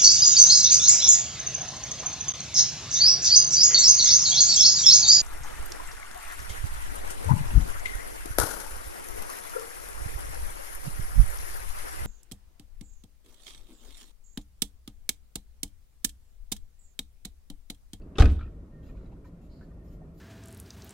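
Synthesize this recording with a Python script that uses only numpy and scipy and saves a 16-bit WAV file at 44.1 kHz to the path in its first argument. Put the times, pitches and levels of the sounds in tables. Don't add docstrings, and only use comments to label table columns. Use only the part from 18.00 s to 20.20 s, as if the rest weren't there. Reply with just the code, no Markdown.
import sys
import numpy as np
from scipy import signal
from scipy.fft import rfft, irfft, next_fast_len
from scipy.io import wavfile
from scipy.ndimage import map_coordinates

SR = 44100
rng = np.random.default_rng(int(sys.argv[2]) if len(sys.argv) > 2 else 0)


def convert_level_to_amplitude(level_db):
    exponent = np.asarray(level_db, float) / 20
    return 10 ** exponent


def file_out(sig):
    cols = np.atleast_2d(sig).T
    lim = np.clip(cols, -1, 1)
    pcm = np.round(lim * 32767).astype(np.int16)
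    wavfile.write(sys.argv[1], SR, pcm)


N = 97020
LUMPS_DB = 4.5


def unit(x):
    return x / np.sqrt(np.mean(x ** 2) + 1e-20)


def along(points, hz):
    f, v = np.transpose(points)
    return np.interp(np.log(hz + 1), np.log(f + 1), v)


def level(rows):
    return convert_level_to_amplitude(np.interp(np.arange(N) / SR, *np.transpose(rows)))


def wobble(rate):
    knots = rng.standard_normal(int(N * rate / SR) + 4)
    return map_coordinates(knots, [np.arange(N) * rate / SR])


def swell(length_s):
    u = np.linspace(0, 1, round(length_s * SR))
    uneven = convert_level_to_amplitude(1.3 * wobble(40)[SR:SR + len(u)])
    return np.minimum(u / .15, 1) * np.minimum((1 - u) / .3, 1) * uneven


def filtered(x, response):
    m = next_fast_len(x.shape[-1] + SR // 4)
    return irfft(rfft(x, m) * response(np.fft.rfftfreq(m, 1 / SR)), m)[..., :x.shape[-1]]


def peaks(table):
    def response(f):
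        total = 0
        for k, (hz, width, db) in enumerate(table):
            total = total + (-1) ** k * convert_level_to_amplitude(db) * 1j * f * width / (hz * hz - f * f + 1j * f * width)
        return total
    return response


def band(hz, width):
    return lambda f: abs(peaks([(hz, width, 0)])(f)) ** 2


def lumpy(gain, depth_db):
    knots = rng.standard_normal(160)
    return lambda hz: gain(hz) * convert_level_to_amplitude(depth_db * map_coordinates(knots, [hz / 160]))


def pair(gain, alike, size):
    def mid_side(hz):
        turn = np.arccos(np.clip(along(alike, hz), -1, 1)) / 2
        return gain(hz) * [np.cos(turn), np.sin(turn)]
    mid, side = filtered(rng.standard_normal((2, size)), mid_side)
    return unit(np.array([mid + side, mid - side]))


def dying(x, t60, scale):
    hz, t, z = signal.stft(x, SR, nperseg=128)
    decay = convert_level_to_amplitude(-60 * t / (scale * along(t60, hz)[:, None]))
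    return signal.istft(z * decay, SR, nperseg=128)[1][:, :x.shape[1]]


def ring(modes, t):
    return sum(convert_level_to_amplitude(db - 60 * t / t60) * np.sin(2 * np.pi * hz * t) for hz, db, t60 in modes)


def add(out, s, x):
    k = round(s * SR)
    out[:, k:k + x.shape[-1]] += x[..., :N - k]


# pitch_hz, likeness
CAR_ALIKE = [(60, .99), (350, .995), (650, .72), (1500, .75), (3100, .68), (6000, .05), (15000, -.1)]


def ping(hz, t60, crack, t):
    blur = pair(band(hz, .4 * hz), CAR_ALIKE, len(t))
    return convert_level_to_amplitude(-60 * t / t60) * (np.sin(2 * np.pi * hz * t) + crack * blur) * (1 - np.exp(-t / 0.00094))


# time_s, level_db
TRAFFIC = [(0, -47.5), (.55, -51), (.8, -50), (1.05, -48.5), (1.2, -51), (1.6, -51), (1.9, -50.5),
           (2.02, -49.5), (2.2, -51.5)]
# pitch_hz, level_db per Hz
ROAD = [(35, -32.5), (60, -2.5), (155, -4.5), (286, -7.5), (501, -16.5), (633, -18), (800, -30),
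        (1160, -29.5), (2500, -47), (3250, -64), (5500, -120)]
# pitch_hz, likeness
ROAD_ALIKE = [(60, 0.9), (180, 1), (550, 0.86), (1650, -0.22), (4970, 1), (15000, -0.04)]
# time_s, level_db
RUMBLE = [(0, -41), (.12, -45), (.2, -52), (.48, -52), (.54, -46.5), (.6, -43.5), (.74, -51), (.9, -42.5),
          (1.22, -49), (1.27, -55), (1.35, -50), (1.6, -48.5), (2.0, -48), (2.2, -53.5)]
# pitch_hz, level_db per Hz
DEEP = [(8.8, -37.5), (15, -6), (54, -0.5), (83, -10), (114, -20), (130, -27.5), (170, -50.5), (290, -120)]
# pitch_hz, width_hz, level_db
DRONES = [(161.7, 29, -56),
          (1850, 15, -85), (1390, 60, -84)]


def street():
    sway = convert_level_to_amplitude(.7 * wobble(3.07) + .8 * wobble(12.11))
    road = level(TRAFFIC) * sway * pair(lambda hz: convert_level_to_amplitude(along(ROAD, hz)), ROAD_ALIKE, N)
    deep = level(RUMBLE) * pair(lambda hz: convert_level_to_amplitude(along(DEEP, hz)), [(50, 0.99)], N)
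    drones = np.zeros((2, N))
    for hz, width, db in DRONES:
        drones += convert_level_to_amplitude(db + 2 * wobble(4.94)) * pair(band(hz, width), ROAD_ALIKE, N)
    return road + deep + drones


# start_s, peak_db, pitch_hz
TICKS = [(0.017, -62.5, 2650), (.018, -65.5, 4550), (0.3918, -43.5, 1270), (0.4083, -39, 1360),
         (.409, -54, 2390), (.425, -47.5, 1320), (.435, -59.5, 2680), (0.443, -55, 1300),
         (0.4773, -56.5, 1300), (0.642, -60.5, 1280), (.889, -58, 1330), (.889, -64, 950),
         (.891, -57.5, 2440), (0.948, -59, 990), (.969, -61, 2480), (.972, -61, 1480), (1.01, -59.5, 1342),
         (.83, -66, 3170), (.872, -67.5, 4930), (1.03, -70, 3950), (1.27, -69, 4150), (1.052, -58, 874),
         (1.059, -63, 2160), (1.059, -67.5, 3900), (1.118, -52, 790), (1.126, -57, 935), (1.156, -61, 1450),
         (1.244, -58, 1287), (1.244, -59.5, 2350), (1.287, -59.5, 1010), (1.429, -58, 760),
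         (1.772, -58, 810), (1.853, -65, 760), (2.017, -50.5, 730), (2.05, -61, 750), (1.12, -67, 2700),
         (1.247, -60, 1510), (1.251, -49.5, 995), (1.61, -52.5, 1510), (1.612, -59, 960),
         (1.625, -58, 1675), (1.714, -59.5, 1210), (1.88, -66.5, 5320)]


def ticks():
    out, t = np.zeros((2, N)), np.arange(SR // 10) / SR
    for s, db, hz in TICKS:
        add(out, s, convert_level_to_amplitude(db - 4) * ping(hz, 0.068, 0.53, t))
    grit_db, spread_db, grit_hz, grit_t60 = -76, 3, 1400, .12
    for _ in range(90):
        place, size, force, pan = rng.random(), rng.standard_normal(), rng.exponential(), rng.standard_normal()
        tone = np.sin(2 * np.pi * grit_hz * np.exp(0.5 * size) * t)
        grain = convert_level_to_amplitude(-60 * t / grit_t60) * tone * (1 - np.exp(-t / 0.0076))
        sides_db = 3.0 * pan * np.array([[1], [-1]])
        add(out, place * (N - 1) / SR, convert_level_to_amplitude(grit_db + spread_db * force - 6 * size + sides_db) * grain)
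    return out


# start_s, level_db, pitch_hz, t60_s
PINGS = [
    (0.1547, -50, 2670, 0.062),
    (.1835, -24.5, 3700, 0.021),
    (0.185, -36.5, 7300, 0.0138),
    (.185, -22.5, 462, 0.083),
    (0.21, -37, 780, .12),
    (0.2047, -32, 4050, 0.053),
    (0.2215, -25.5, 1240, 0.026),
    (.222, -40, 2450, 0.14),
    (.256, -30, 1500, 0.032),
    (0.2553, -36, 2500, 0.036),
]
# level_db, pitch_hz, width_hz
SEAL = (-64, 9500, 6000)


def latch():
    out, t = np.zeros((2, N)), np.arange(SR // 6) / SR
    for s, db, hz, t60 in PINGS:
        add(out, s, convert_level_to_amplitude(db) * ping(hz, t60, .8, t))
    db, hz, width = SEAL
    puff = swell(.022)
    add(out, .315, convert_level_to_amplitude(db) * puff * pair(lumpy(band(hz, width), LUMPS_DB), CAR_ALIKE, len(puff)))
    return out


# start_s, level_db, brightness_db per octave, panel_db, decay_scale
CONTACTS = [
    (0.155, -48, 1, -67.5, 0.84),
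    (0.171, -51.5, 5, -69.5, 2.9),
    (0.183, -28.5, 2.5, -32, 1.14),
    (.197, -29, 2, -33, 0.51),
    (0.2027, -27, 2, -29, 1.08),
    (0.2212, -26.5, -2.5, -33.5, 1.07),
    (0.2552, -36.5, -3, -42.5, 1.37),
    (.297, -59, 11, -61, 1.7),
]
# pitch_hz, level_db, t60_s
PANEL = [(125, -12, 0.5), (167, -3, 0.29), (196.2, -9.5, 0.56), (231.4, -8, 0.69), (245, 1.5, 0.48),
         (287.3, 3.5, 0.25), (325, -9, 0.29), (383, -6.5, 0.21), (429, -16, .16), (466.8, -8.5, 0.42),
         (512.6, -5.5, 0.29), (597.4, -3.5, 0.19), (690, -8, 0.15), (780, -2.5, 0.14)]
# pitch_hz, width_hz, level_db
LATCH = [(1100, 72, -7.5), (1608, 150, 0), (2450, 160, -5.5), (3060, 140, -4.5), (3690, 94, -7.5),
         (4100, 60, -9)]
# pitch_hz, level_db per Hz
CLATTER = [(76, -13.5), (130, -10), (498, -8), (892, -30.5), (1110, -9), (2030, -29.5), (3930, -32),
           (5640, -42), (15700, -69.5)]
# pitch_hz, t60_s
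DIES = [(150, 0.29), (500, 0.18), (1000, 0.088), (4000, 0.043), (12000, 0.22)]


def door():
    out, t = np.zeros((2, N)), np.arange(SR // 2) / SR
    rise = 1 - np.exp(-t / 0.0021)
    for s, db, tilt_db, panel_db, scale in CONTACTS:
        def tilt(hz):
            air_db = 18 * (hz > 12000) * (s < .19)
            return convert_level_to_amplitude(tilt_db * np.log2(np.clip(hz, 700, 8000) / 1500) - air_db)
        clatter_gain = lumpy(lambda hz: tilt(hz) * convert_level_to_amplitude(along(CLATTER, hz)), LUMPS_DB)
        broad = pair(clatter_gain, CAR_ALIKE, len(t))
        metal = pair(lambda hz: tilt(hz) * abs(peaks(LATCH)(hz)), CAR_ALIKE, len(t))
        clatter = dying(convert_level_to_amplitude(3.5) * broad + convert_level_to_amplitude(-4.5) * metal, DIES, scale)
        skin = ring([(hz, g + rng.normal(0, 3.27), t60) for hz, g, t60 in PANEL], t)
        skin = skin + [[.3], [-.3]] * filtered(np.roll(skin, 25), lambda hz: hz > 400)
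        chatter = convert_level_to_amplitude(db + 1.5 * wobble(220)[SR:SR + len(t)])
        add(out, s, rise * (chatter * clatter + convert_level_to_amplitude(panel_db) * skin))
    return out


# start_s, level_db, centre_hz, t60_s
CLACKS = [(.184, -28.5, 3500, 0.011), (.1865, -44.5, 6000, 0.0069), (.1975, -30, 4000, 0.031),
          (.2045, -28.5, 3800, 0.023), (.2125, -39.5, 4200, 0.021), (0.2213, -25, 2500, 0.012),
          (.2265, -28, 2200, 0.012), (0.2342, -41, 2300, 0.013), (0.2432, -41.5, 2000, 0.029),
          (.2568, -31.5, 3200, 0.015), (0.277, -53.5, 2200, .03), (.296, -48.5, 2000, 0.056),
          (.305, -57, 2000, 0.035)]


def clacks():
    out, t = np.zeros((2, N)), np.arange(SR // 20) / SR
    for s, db, hz, t60 in CLACKS:
        gain = lambda f: abs(peaks([(hz, .8 * hz, 0)])(f)) / (1 + (f / 8180) ** 4)
        shape = convert_level_to_amplitude(db - 60 * t / t60) * (1 - np.exp(-t / .0003))
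        add(out, s, shape * pair(gain, CAR_ALIKE, len(t)))
    return out


# pitch_hz, level_db, t60_s
CABIN_AND_BODY = [(30.3, -15.1, .49), (43.3, -2.1, .18), (56.3, -2.5, .26), (62.7, -4.4, .34),
                  (72.8, -4.4, .42), (79.2, -6.4, .32), (96.1, -22, .59), (93.5, -2, .1)]
# pitch_hz, level_db, t60_s
SPRINGS = (23.8, -5.5, .19)
# pitch_hz, level_db, t60_s
SETTLE = [(39, -18.3, .19), (48.7, -24, .31), (66.3, -16.3, .12), (98.8, -14.6, .13)]


def boom():
    t = np.clip(np.arange(N) / SR - .2013, 0, None)
    x = (1 - np.exp(-t / .0174)) * (ring(CABIN_AND_BODY, t) - ring([SPRINGS], t))
    late = np.clip(np.arange(N) / SR - .4154, 0, None)
    x = x + (1 - np.exp(-late / .059)) * ring(SETTLE, late)
    side = convert_level_to_amplitude(-24) * np.roll(x, round(.012 * SR))
    return np.array([x - side, x + side])


# pitch_hz, t60_s
LOT = [(200, 0.53), (1000, 0.44), (4000, 0.55), (12000, 0.35)]
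# pitch_hz, width_hz, level_db
WALL = [(1310, 180, -11), (2490, 190, -5), (3480, 780, -10)]


def space(x):
    tail = dying(pair(np.ones_like, CAR_ALIKE, SR // 2), LOT, 0.87)
    lot = signal.fftconvolve(x, tail / np.linalg.norm(tail[0]), axes=1)[:, :N]
    answer = filtered(x, lambda f: peaks(WALL)(f) * f ** 2 / (f ** 2 + 900 ** 2))
    wall = np.roll(answer, round(.207 * SR), axis=1)
    return x + convert_level_to_amplitude(-14.5) * lot + convert_level_to_amplitude(-19) * wall


# start_s, length_s, level_db
HUMS = [
    (.45, 0.048, -71),
    (.7, 0.21, -76),
    (.885, 0.037, -74),
    (1.245, 0.044, -74.5),
    (1.705, 0.04, -76.5),
    (1.79, 0.052, -75.5),
    (2.01, .06, -79),
]


def whine():
    out, hz = np.zeros((2, N)), 1834
    for s, length, db in HUMS:
        e = swell(length)
        add(out, s, convert_level_to_amplitude(db) * e * pair(band(hz, 40), [(hz, .6)], len(e)))
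    return out


# start_s, length_s, level_db, brightness_db per octave
RUSTLES = [
    (0.818, 0.13, -73, -6),
    (0.935, 0.17, -79, -12),
    (1.111, .04, -79, -11),
    (1.243, 0.058, -74.5, -3),
    (1.408, 0.084, -77.5, -2.5),
    (1.473, 0.26, -80, -6),
    (1.831, 0.16, -76.5, -2),
    (2.138, 0.045, -76.5, 2),
    (2.171, 0.051, -68.5, 2),
]
# pitch_hz, level_db per Hz
CLOTH = [(1180, -33), (2000, -12.5), (2520, -10), (2920, -9.5), (5070, -12.5), (5580, -12.5), (8810, -27),
         (12100, -6), (15700, -26)]
# pitch_hz, width_hz, level_db
SHELL = [(3980, 380, -10.5), (7100, 440, -5), (12300, 440, -7.5), (15200, 470, -9)]
# level_db, pitch_hz, width_hz, second_hz, second_db
SCRAPE = (-73.5, 4244, 450, 5198, -3.5)


def sleeve():
    out, alike = np.zeros((2, N)), [(2000, 1.0), (6000, 0.086)]
    for s, length, db, tilt_db in RUSTLES:
        e = swell(length)
        tilt = lambda hz: convert_level_to_amplitude(tilt_db * np.log2((hz + 1) / 6000)) * hz ** 2 / (hz ** 2 + 1500 ** 2)
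        cloth = pair(lumpy(lambda hz: tilt(hz) * convert_level_to_amplitude(along(CLOTH, hz)), LUMPS_DB), alike, len(e))
        humps = peaks([(hz, width, g + rng.normal(0, 2.1)) for hz, width, g in SHELL])
        shell = pair(lambda hz: tilt(hz) * abs(humps(hz)), alike, len(e))
        add(out, s, convert_level_to_amplitude(db - 1) * e * (cloth + convert_level_to_amplitude(-3) * shell))
    db, hz, width, second_hz, second_db = SCRAPE
    length = .21
    e = swell(length) * convert_level_to_amplitude(np.linspace(2.5, -5, round(length * SR)))
    bands = lambda f: abs(peaks([(hz, width, 0), (second_hz, width, second_db)])(f)) ** 2
    add(out, 1.485, convert_level_to_amplitude(db) * e * pair(lumpy(bands, LUMPS_DB), alike, len(e)))
    return out


def scene():
    in_lot = space(ticks() + latch() + door() + clacks())
    return street() + in_lot + boom() + whine() + sleeve()


def roll_off(x):
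    return signal.sosfilt(signal.butter(12, 16480, fs=SR, output="sos"), x)


# pitch_hz, level_db per Hz
HISS = [(900, -43.5), (2000, 0), (4000, -5), (8000, -7), (12500, -10), (14000, -9), (15800, -23)]


def record(dry):
    hiss = convert_level_to_amplitude(-78) * pair(lambda hz: convert_level_to_amplitude(along(HISS, hz)), [(1000, 0.21), (8000, 0.018)], N)
    mix = filtered(dry + hiss, lambda hz: hz < 15800)
    return roll_off(mix)


dry = scene()
out = record(dry)
file_out(out)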